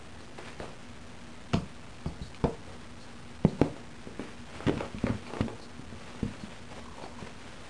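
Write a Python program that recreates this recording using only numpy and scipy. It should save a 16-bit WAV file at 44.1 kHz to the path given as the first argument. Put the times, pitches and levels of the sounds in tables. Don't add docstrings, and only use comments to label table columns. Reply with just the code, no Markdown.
import sys
import numpy as np
from scipy import signal
from scipy.fft import rfft, irfft, next_fast_len
from scipy.io import wavfile

SR = 44100
rng = np.random.default_rng(int(sys.argv[2]) if len(sys.argv) > 2 else 0)


def persist_wave(psi):
    counts = np.round(np.clip(psi, -1, 1) * 32767).astype(np.int16)
    wavfile.write(sys.argv[1], SR, np.atleast_2d(counts).T)


N = 339380
AGE_S = np.arange(SR // 2) / SR

# t/s, level/dB, cavity and lid tuning/ratio, hardness (0 cushioned, 1 stiff edge),
# flatness (0 corner, 1 whole rim)
LANDINGS = [(.602, -44.5, .7, 0.29, 0.81), (1.536, -28.5, 0.78, 0.34, 0.47), (1.544, -22, 0.83, 0.13, 0.77),
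            (1.572, -32, 0.74, 0.4, 0.58), (2.062, -31, 0.7, 0.16, 0.81), (2.215, -38.5, 0.76, 0.11, 0.98),
            (2.4399, -27, 0.68, 0.43, 1), (2.4476, -29, 1.06, 0.73, 0.45), (3.4496, -17, 0.83, 0.42, 0.11),
            (3.6155, -20, 1.29, 0.79, 0.84), (4.072, -43.5, 1.17, 0.94, 0.11),
            (4.1952, -36.5, 1.3, 0.85, 0), (4.666, -26.5, 0.64, 0.071, 0.31),
            (4.6767, -27, 1.18, 0.14, 0.43), (4.685, -33, 1.46, 0.98, 0.24),
            (4.6947, -27.5, 1.3, 0.69, 0.3), (4.741, -37.5, 0.72, 0.21, 0.72),
            (4.77, -35.5, 1.17, 0.2, 0.83), (4.946, -37.5, 1.02, 0.11, 0.91),
            (5.0398, -25, 1.04, 0.18, 0.79), (5.094, -37.5, 1.1, 0.96, 0.41), (5.101, -28.5, 1.02, 0.12, 1),
            (5.4074, -25, 1.04, 0.32, 0.95), (5.795, -45.5, 1.24, 0.32, 0.84), (5.926, -43, 1.02, 0.77, 1),
            (6.23, -27, 1.06, 0, 0.59), (6.247, -36.5, 0.58, 0.019, 0.2), (7.225, -42.5, 0.88, 0.74, .05)]
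# untuned f/Hz, relative level/dB, t60/s
BOX_MODES = [(113.9, 1, 0.053), (222, 4.5, 0.04), (331, -3.5, 0.019), (400.3, 0, 0.035), (488.7, -3.5, .05),
             (584, -6.5, .04), (708.7, -10, 0.053), (883.5, -6, 0.034), (1046, -14.5, 0.02),
             (1232, -6, 0.014)]
# t/s, f/Hz, level/dB
WALL_RINGS = [(.603, 617, -44), (1.539, 678, -33.5), (2.445, 476, -28), (2.456, 680, -33),
              (2.494, 455, -38.5), (4.695, 397, -30), (4.805, 548, -34), (5.07, 540, -34.5),
              (6.233, 462, -46), (6.258, 206, -37), (6.436, 213.6, -37), (7.04, 755, -49)]
# t/s, level/dB
SLAPS = [(1.534, -41.5), (4.668, -43.5), (4.673, -43), (4.682, -43), (4.695, -45.5), (5.41, -41.5)]
# unbent f/Hz, relative level/dB
FLAP_MODES = [(1250, 4.5), (1544, 1), (1918, 3), (2900, -5.5), (3440, -3)]
# t/s, level/dB, sharpness (0 ball on a wall, 1 claw tip)
TAP_HITS = [(.206, -51.5, 0.15), (.388, -44.5, 0.11), (0.6005, -39.5, 0.4), (1.5335, -31, 0.86),
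            (1.541, -30.5, 0.86), (2.0595, -43, 0.023), (2.346, -45.5, 0.97), (2.441, -32.5, 0.027),
            (3.7655, -46.5, 0.13), (4.195, -44, 0.66), (4.605, -39, 0.34), (4.6833, -40, 0.55),
            (4.778, -38.5, 0.75), (4.806, -33, 0.25), (4.985, -43.5, 0.87), (5.067, -31.5, 0.58),
            (5.267, -45, 0.74), (5.304, -43.5, 0.15), (5.336, -38, 0.03), (5.3692, -38, 0.44),
            (5.482, -38, 0.11), (5.598, -48, 0.064), (6.149, -50.5, 0.14), (7.0393, -44, 0.025)]
# f/Hz, relative level/dB
CRACK_SHAPE = [(300, -11.5), (850, -3.5), (1450, 11.5), (3200, -4), (4600, -9.5), (8000, -20)]
SNAP_SHAPE = [(1500, -6), (3000, 2), (4500, -9.5), (9000, -18.5)]
FOLD_SHAPE = [(400, -39), (900, 19.5), (1400, 10.5), (2100, -0.5), (3000, -21.5), (6000, -12)]
CLAW_SHAPE = [(1200, -25.5), (2300, 8.5), (4500, -1.5), (7000, -14), (10000, -33)]
# t/s, length/s, swish level/dB, drum level re swish/dB
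SWEEPS = [(0.192, 0.03, -57.5, 0.5), (0.373, 0.029, -47, -5), (0.432, 0.076, -48, -2.5),
          (0.584, 0.1, -51.5, 6.5), (2.656, 0.085, -59, 8.5), (3.58, 0.074, -52, 9.5),
          (4.178, 0.11, -49.5, -4), (4.416, 0.47, -48.5, -0.5), (4.994, 0.15, -48.5, -2.5),
          (5.199, 0.22, -51, 3), (5.85, 0.7, -52.5, -0.5), (6.69, 0.096, -50, 2.5), (6.952, 0.098, -54, 5),
          (7.161, 0.12, -50, -0.5), (7.345, 0.31, -53, 0)]
# f/Hz, relative level/dB
SWISH_SHAPE = [(300, -15.5), (800, -1.5), (1400, 0), (2600, -5), (10000, -26.5)]
DRUM_SHAPE = [(60, -7.5), (190, -0.5), (330, -4), (520, 0.5), (1300, -7.5), (3000, -37)]
# t/s, length/s, start f/Hz, end f/Hz, level/dB
SLIDES = [(6.824, 0.12, 1060, 990, -54.5), (6.915, 0.12, 1036, 895, -52), (6.985, 0.11, 525, 780, -51),
          (7.109, 0.12, 960, 975, -55)]
# t/s, level/dB, most excited f/Hz
BELL_SHAKES = [(.19, -59, 4070), (.59, -58, 4360), (2.065, -56, 4640), (2.217, -54, 4020),
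               (2.24, -56, 4080), (3.0, -61, 4050), (3.476, -55.5, 4050), (5.06, -58, 4500),
               (5.255, -56, 4430), (5.598, -57, 4370), (5.625, -52, 4480), (6.4, -58.5, 4250),
               (7.02, -56, 4270)]
BELL_MODES = [4010, 4314, 4450, 4650]
# f/Hz, t60/s
ROOM_DECAY = [(80, .33), (200, 0.29), (500, .35), (1200, 0.25), (3000, 0.16), (9000, 0.25)]
# f/Hz, relative level/dB
AIR_SHAPE = [(25, -8), (60, 0.54), (110, -.5), (330, -8.5), (500, -13), (1500, -17.5), (3000, -27.5),
             (9500, -56)]
# f/Hz, resonator width/Hz, level/dB
HUM_BANDS = [(82.88, 8, -61), (237.9, 10, -56)]
# f/Hz, level/dB
DROOP_SHAPE = [(3000, 0), (10000, -3.5)]


def box_thumps(cushioning=0.49, padding=0.8, firm_db=-24.5):
    out = np.zeros(N)
    cavity, lid, walls = BOX_MODES[:1], BOX_MODES[1:3], BOX_MODES[3:]
    for t_s, level_db, tuning, hardness, flatness in LANDINGS:
        cavity_db = between((-24.5, -1.5), flatness)
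        wall_db = between((-16.5, -0.5), hardness)
        crack_db = between((-30.5, -13), hardness)
        softness = amp(-cushioning * min(level_db + wall_db + 33.5, 0))
        softness *= 1 + padding * np.exp(-10 * hardness)
        blow = amp(cavity_db) * panel(cavity, tuning, contact_s=0.00055 * softness)
        blow += panel(lid, tuning, contact_s=0.0004 * softness)
        blow += amp(wall_db) * panel(walls, 0.93, contact_s=0.00026 * softness)
        blow += amp(crack_db) / softness * crunch(CRACK_SHAPE, decay_s=0.0015, grit=0.93)
        wet_db = -9 + 0.2973 * (firm_db - level_db)
        add(out, t_s, amp(level_db) * room(blow, wet_db))
    return out


def wall_notes(t60_s=0.07):
    out = np.zeros(N)
    for t_s, f_hz, level_db in WALL_RINGS:
        add(out, t_s, amp(level_db) * burst(ring(f_hz, t60_s)))
    return room(out, wet_db=-16)


def flap_chatter(detune=0.023, t60_s=0.026, snap_db=-2):
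    out = np.zeros(N)
    for t_s, level_db in SLAPS:
        bend = 1 + detune * rng.uniform(-1, 1)
        slap = sum(rng.choice([-1, 1]) * amp(db) * ring(f_hz * bend, t60_s) for f_hz, db in FLAP_MODES)
        snap = amp(snap_db) * crunch(SNAP_SHAPE, decay_s=0.0057, grit=11)
        add(out, t_s, amp(level_db) * (burst(slap) + snap))
    return room(out, wet_db=-11)


def taps(brightening=0.67, spot_db=-10.5):
    out = np.zeros(N)
    walls = [(f_hz, db + 7 * np.log2(f_hz / 600), t60_s) for f_hz, db, t60_s in BOX_MODES[3:]]
    for t_s, level_db, sharpness in TAP_HITS:
        wall_db = level_db + between((-1.5, -4.5, -26), sharpness)
        fold_db = level_db + between((-9.5, -7.5, -13.5), sharpness)
        claw_db = level_db + between((-13.5, -19.5, -5.5), sharpness)
        knock = amp(wall_db) * panel(walls, rng.uniform(0.9, 1.03), contact_s=0.00021)
        fold = amp(fold_db) * crunch(FOLD_SHAPE, decay_s=0.0027, grit=2.1)
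        tilt_db_per_oct = brightening * (claw_db + 50.5)
        tick_shape = [(f_hz, db + tilt_db_per_oct * np.log2(f_hz / 3000)) for f_hz, db in CLAW_SHAPE]
        tick = amp(claw_db) * crunch(tick_shape, decay_s=0.0025, grit=1.7)
        spot_hz = between((786, 3080), sharpness)
        spot = amp(level_db + spot_db) * burst(ring(spot_hz, t60_s=0.0046))
        add(out, t_s, room(knock, wet_db=-2) + room(fold + tick + spot, wet_db=-4))
    return out


def scuffs(catches_per_s=520, spread_db=3, unevenness_db=2.5):
    swish_gain, drum_gain = amp(-61), amp(-60)
    for t_s, length_s, swish_db, drum_db in SWEEPS:
        sweep = amp(swish_db) * stroke(t_s, length_s)
        swish_gain = np.hypot(swish_gain, sweep)
        drum_gain = np.hypot(drum_gain, amp(drum_db) * sweep)
    drift = unit(signal.oaconvolve(rng.standard_normal(N), np.hanning(1400), "same"))
    pressure = amp(unevenness_db * np.tanh(drift))
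    catch_sizes = amp(spread_db * np.minimum(rng.exponential(1, N), 2))
    catches = impulses(catches_per_s, N) * catch_sizes
    friction = pressure * (rng.standard_normal(N) + unit(catches))
    swish = swish_gain * unit(colour(friction, SWISH_SHAPE))
    drum = drum_gain * unit(colour(friction, DRUM_SHAPE))
    return swish + drum


def rim_squeaks(width_hz=210, slips_per_s=100):
    out = np.zeros(N)
    for t_s, length_s, start_hz, end_hz, level_db in SLIDES:
        progress = AGE_S[AGE_S < length_s] / length_s
        pitch_hz = between((start_hz, end_hz), progress)
        slips = impulses(slips_per_s, len(AGE_S))[:len(progress)]
        grip = np.sqrt(np.sin(np.pi * progress))
        add(out, t_s, amp(level_db) * unit(grip * resonate(slips, pitch_hz, width_hz)))
    return out


def bell(rattle_s=0.026, scrape_s=0.002, t60_s=0.17, fall_db_per_hz=0.018, rasp_db=-2):
    out = np.zeros(N)
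    for t_s, level_db, centre_hz in BELL_SHAKES:
        shell = sum(amp(-fall_db_per_hz * abs(f_hz - centre_hz)) * ring(f_hz, t60_s)
                    for f_hz in BELL_MODES)
        for delay_s in np.append(0, rng.uniform(0, rattle_s, size=3)):
            skid = rng.standard_normal(len(AGE_S)) * AGE_S * np.exp(-AGE_S / scrape_s)
            rasp = amp(rasp_db) * burst(resonate(skid, centre_hz, width_hz=600))
            chime = burst(signal.fftconvolve(skid, shell)[:len(AGE_S)])
            add(out, t_s + delay_s, amp(level_db) * (chime + rasp) / 2)
    return room(out, wet_db=-13.5)


def room_tone(air_db=-51):
    air = amp(air_db) * unit(colour(rng.standard_normal(N), AIR_SHAPE))
    hum = sum(amp(db) * unit(resonate(rng.standard_normal(N), f_hz, width_hz))
              for f_hz, width_hz, db in HUM_BANDS)
    return air + hum


def room(x, wet_db, onset_s=0.0092):
    f_hz, t_s, bands = signal.stft(rng.standard_normal(len(AGE_S)), SR, nperseg=256)
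    decay = amp(-60 * t_s / lookup(ROOM_DECAY, f_hz)[:, None])
    tail = signal.istft(bands * decay, SR)[1][:len(AGE_S)]
    tail *= 1 - np.exp(-(AGE_S / onset_s) ** 2)
    return x + amp(wet_db) * signal.fftconvolve(x, tail / np.linalg.norm(tail))[:len(x)]


def panel(modes, tuning, contact_s):
    flex = sum(amp(db) * ring(f_hz * tuning, t60_s) / f_hz for f_hz, db, t60_s in modes)
    velocity = np.diff(flex, prepend=0)
    push = AGE_S * np.exp(-AGE_S / contact_s)
    return burst(signal.fftconvolve(velocity, push)[:len(AGE_S)])


def crunch(shape, decay_s, grit):
    fibres = rng.standard_normal(len(AGE_S)) * np.exp(-AGE_S / decay_s)
    force = grit * np.sqrt(2 / (decay_s * SR)) * fibres
    force[0] += 1
    return burst(colour(force, shape))


def ring(f_hz, t60_s):
    return np.sin(2 * np.pi * f_hz * AGE_S) * amp(-60 * AGE_S / t60_s)


def stroke(t_s, length_s, rise_share=0.28, fade_s=0.05):
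    age_s = np.arange(N) / SR - t_s
    rise = np.clip(age_s / (rise_share * length_s), 0, 1)
    return rise * np.exp(-np.maximum(age_s - length_s, 0) / fade_s)


def impulses(rate_per_s, samples):
    return (rng.random(samples) < rate_per_s / SR) * rng.choice([-1, 1], samples)


def resonate(x, f_hz, width_hz):
    carrier = np.exp(2j * np.pi * np.cumsum(f_hz * np.ones(len(x))) / SR)
    pole = np.exp(-np.pi * width_hz / SR)
    for _ in range(2):
        x = 2 * (carrier * signal.lfilter([1 - pole], [1, -pole], x / carrier)).real
    return x


def colour(x, shape):
    samples = x.shape[-1]
    size = next_fast_len(samples + 2048)
    log_gain = np.log(amp(lookup(shape, abs(np.fft.fftfreq(size, 1 / SR)))))
    response = np.exp(np.conj(signal.hilbert(log_gain)))[:size // 2 + 1]
    return irfft(rfft(x, size) * response, size)[..., :samples]


def lookup(table, f_hz):
    knots_hz, values = np.transpose(table)
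    return np.interp(np.log(f_hz + 1), np.log(knots_hz), values)


def between(values, control):
    return np.interp(control, np.linspace(0, 1, len(values)), values)


def amp(db):
    return 10 ** (np.asarray(db) / 20)


def unit(x):
    return x / np.sqrt(np.mean(x ** 2) + 1e-20)


def burst(x):
    return x / np.sqrt(np.sum(x ** 2) / (SR * 0.02) + 1e-20)


def add(mix, t_s, sound):
    part = mix[max(round(t_s * SR), 0):][:len(sound)]
    part += sound[:len(part)]


def scene():
    box = box_thumps() + wall_notes() + flap_chatter()
    mono = box + taps() + scuffs() + rim_squeaks() + bell() + room_tone()
    return np.tile(mono, (2, 1))


def record(dry, step=0.0073, hiss_db=-61, cut_hz=10000, leak_top_hz=13900, leak_db=-22):
    stepped = step * np.floor(dry / step - 0.14)
    smoothed = colour(stepped + amp(hiss_db) * rng.standard_normal(N), DROOP_SHAPE)
    main, wide = (signal.firwin(511, f_hz, window=("kaiser", 8), fs=SR)
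                  for f_hz in (cut_hz, leak_top_hz))
    lowpass = main + amp(leak_db) * (wide - main)
    return signal.oaconvolve(smoothed, lowpass[None], "same")


dry = scene()
out = record(dry)
persist_wave(out)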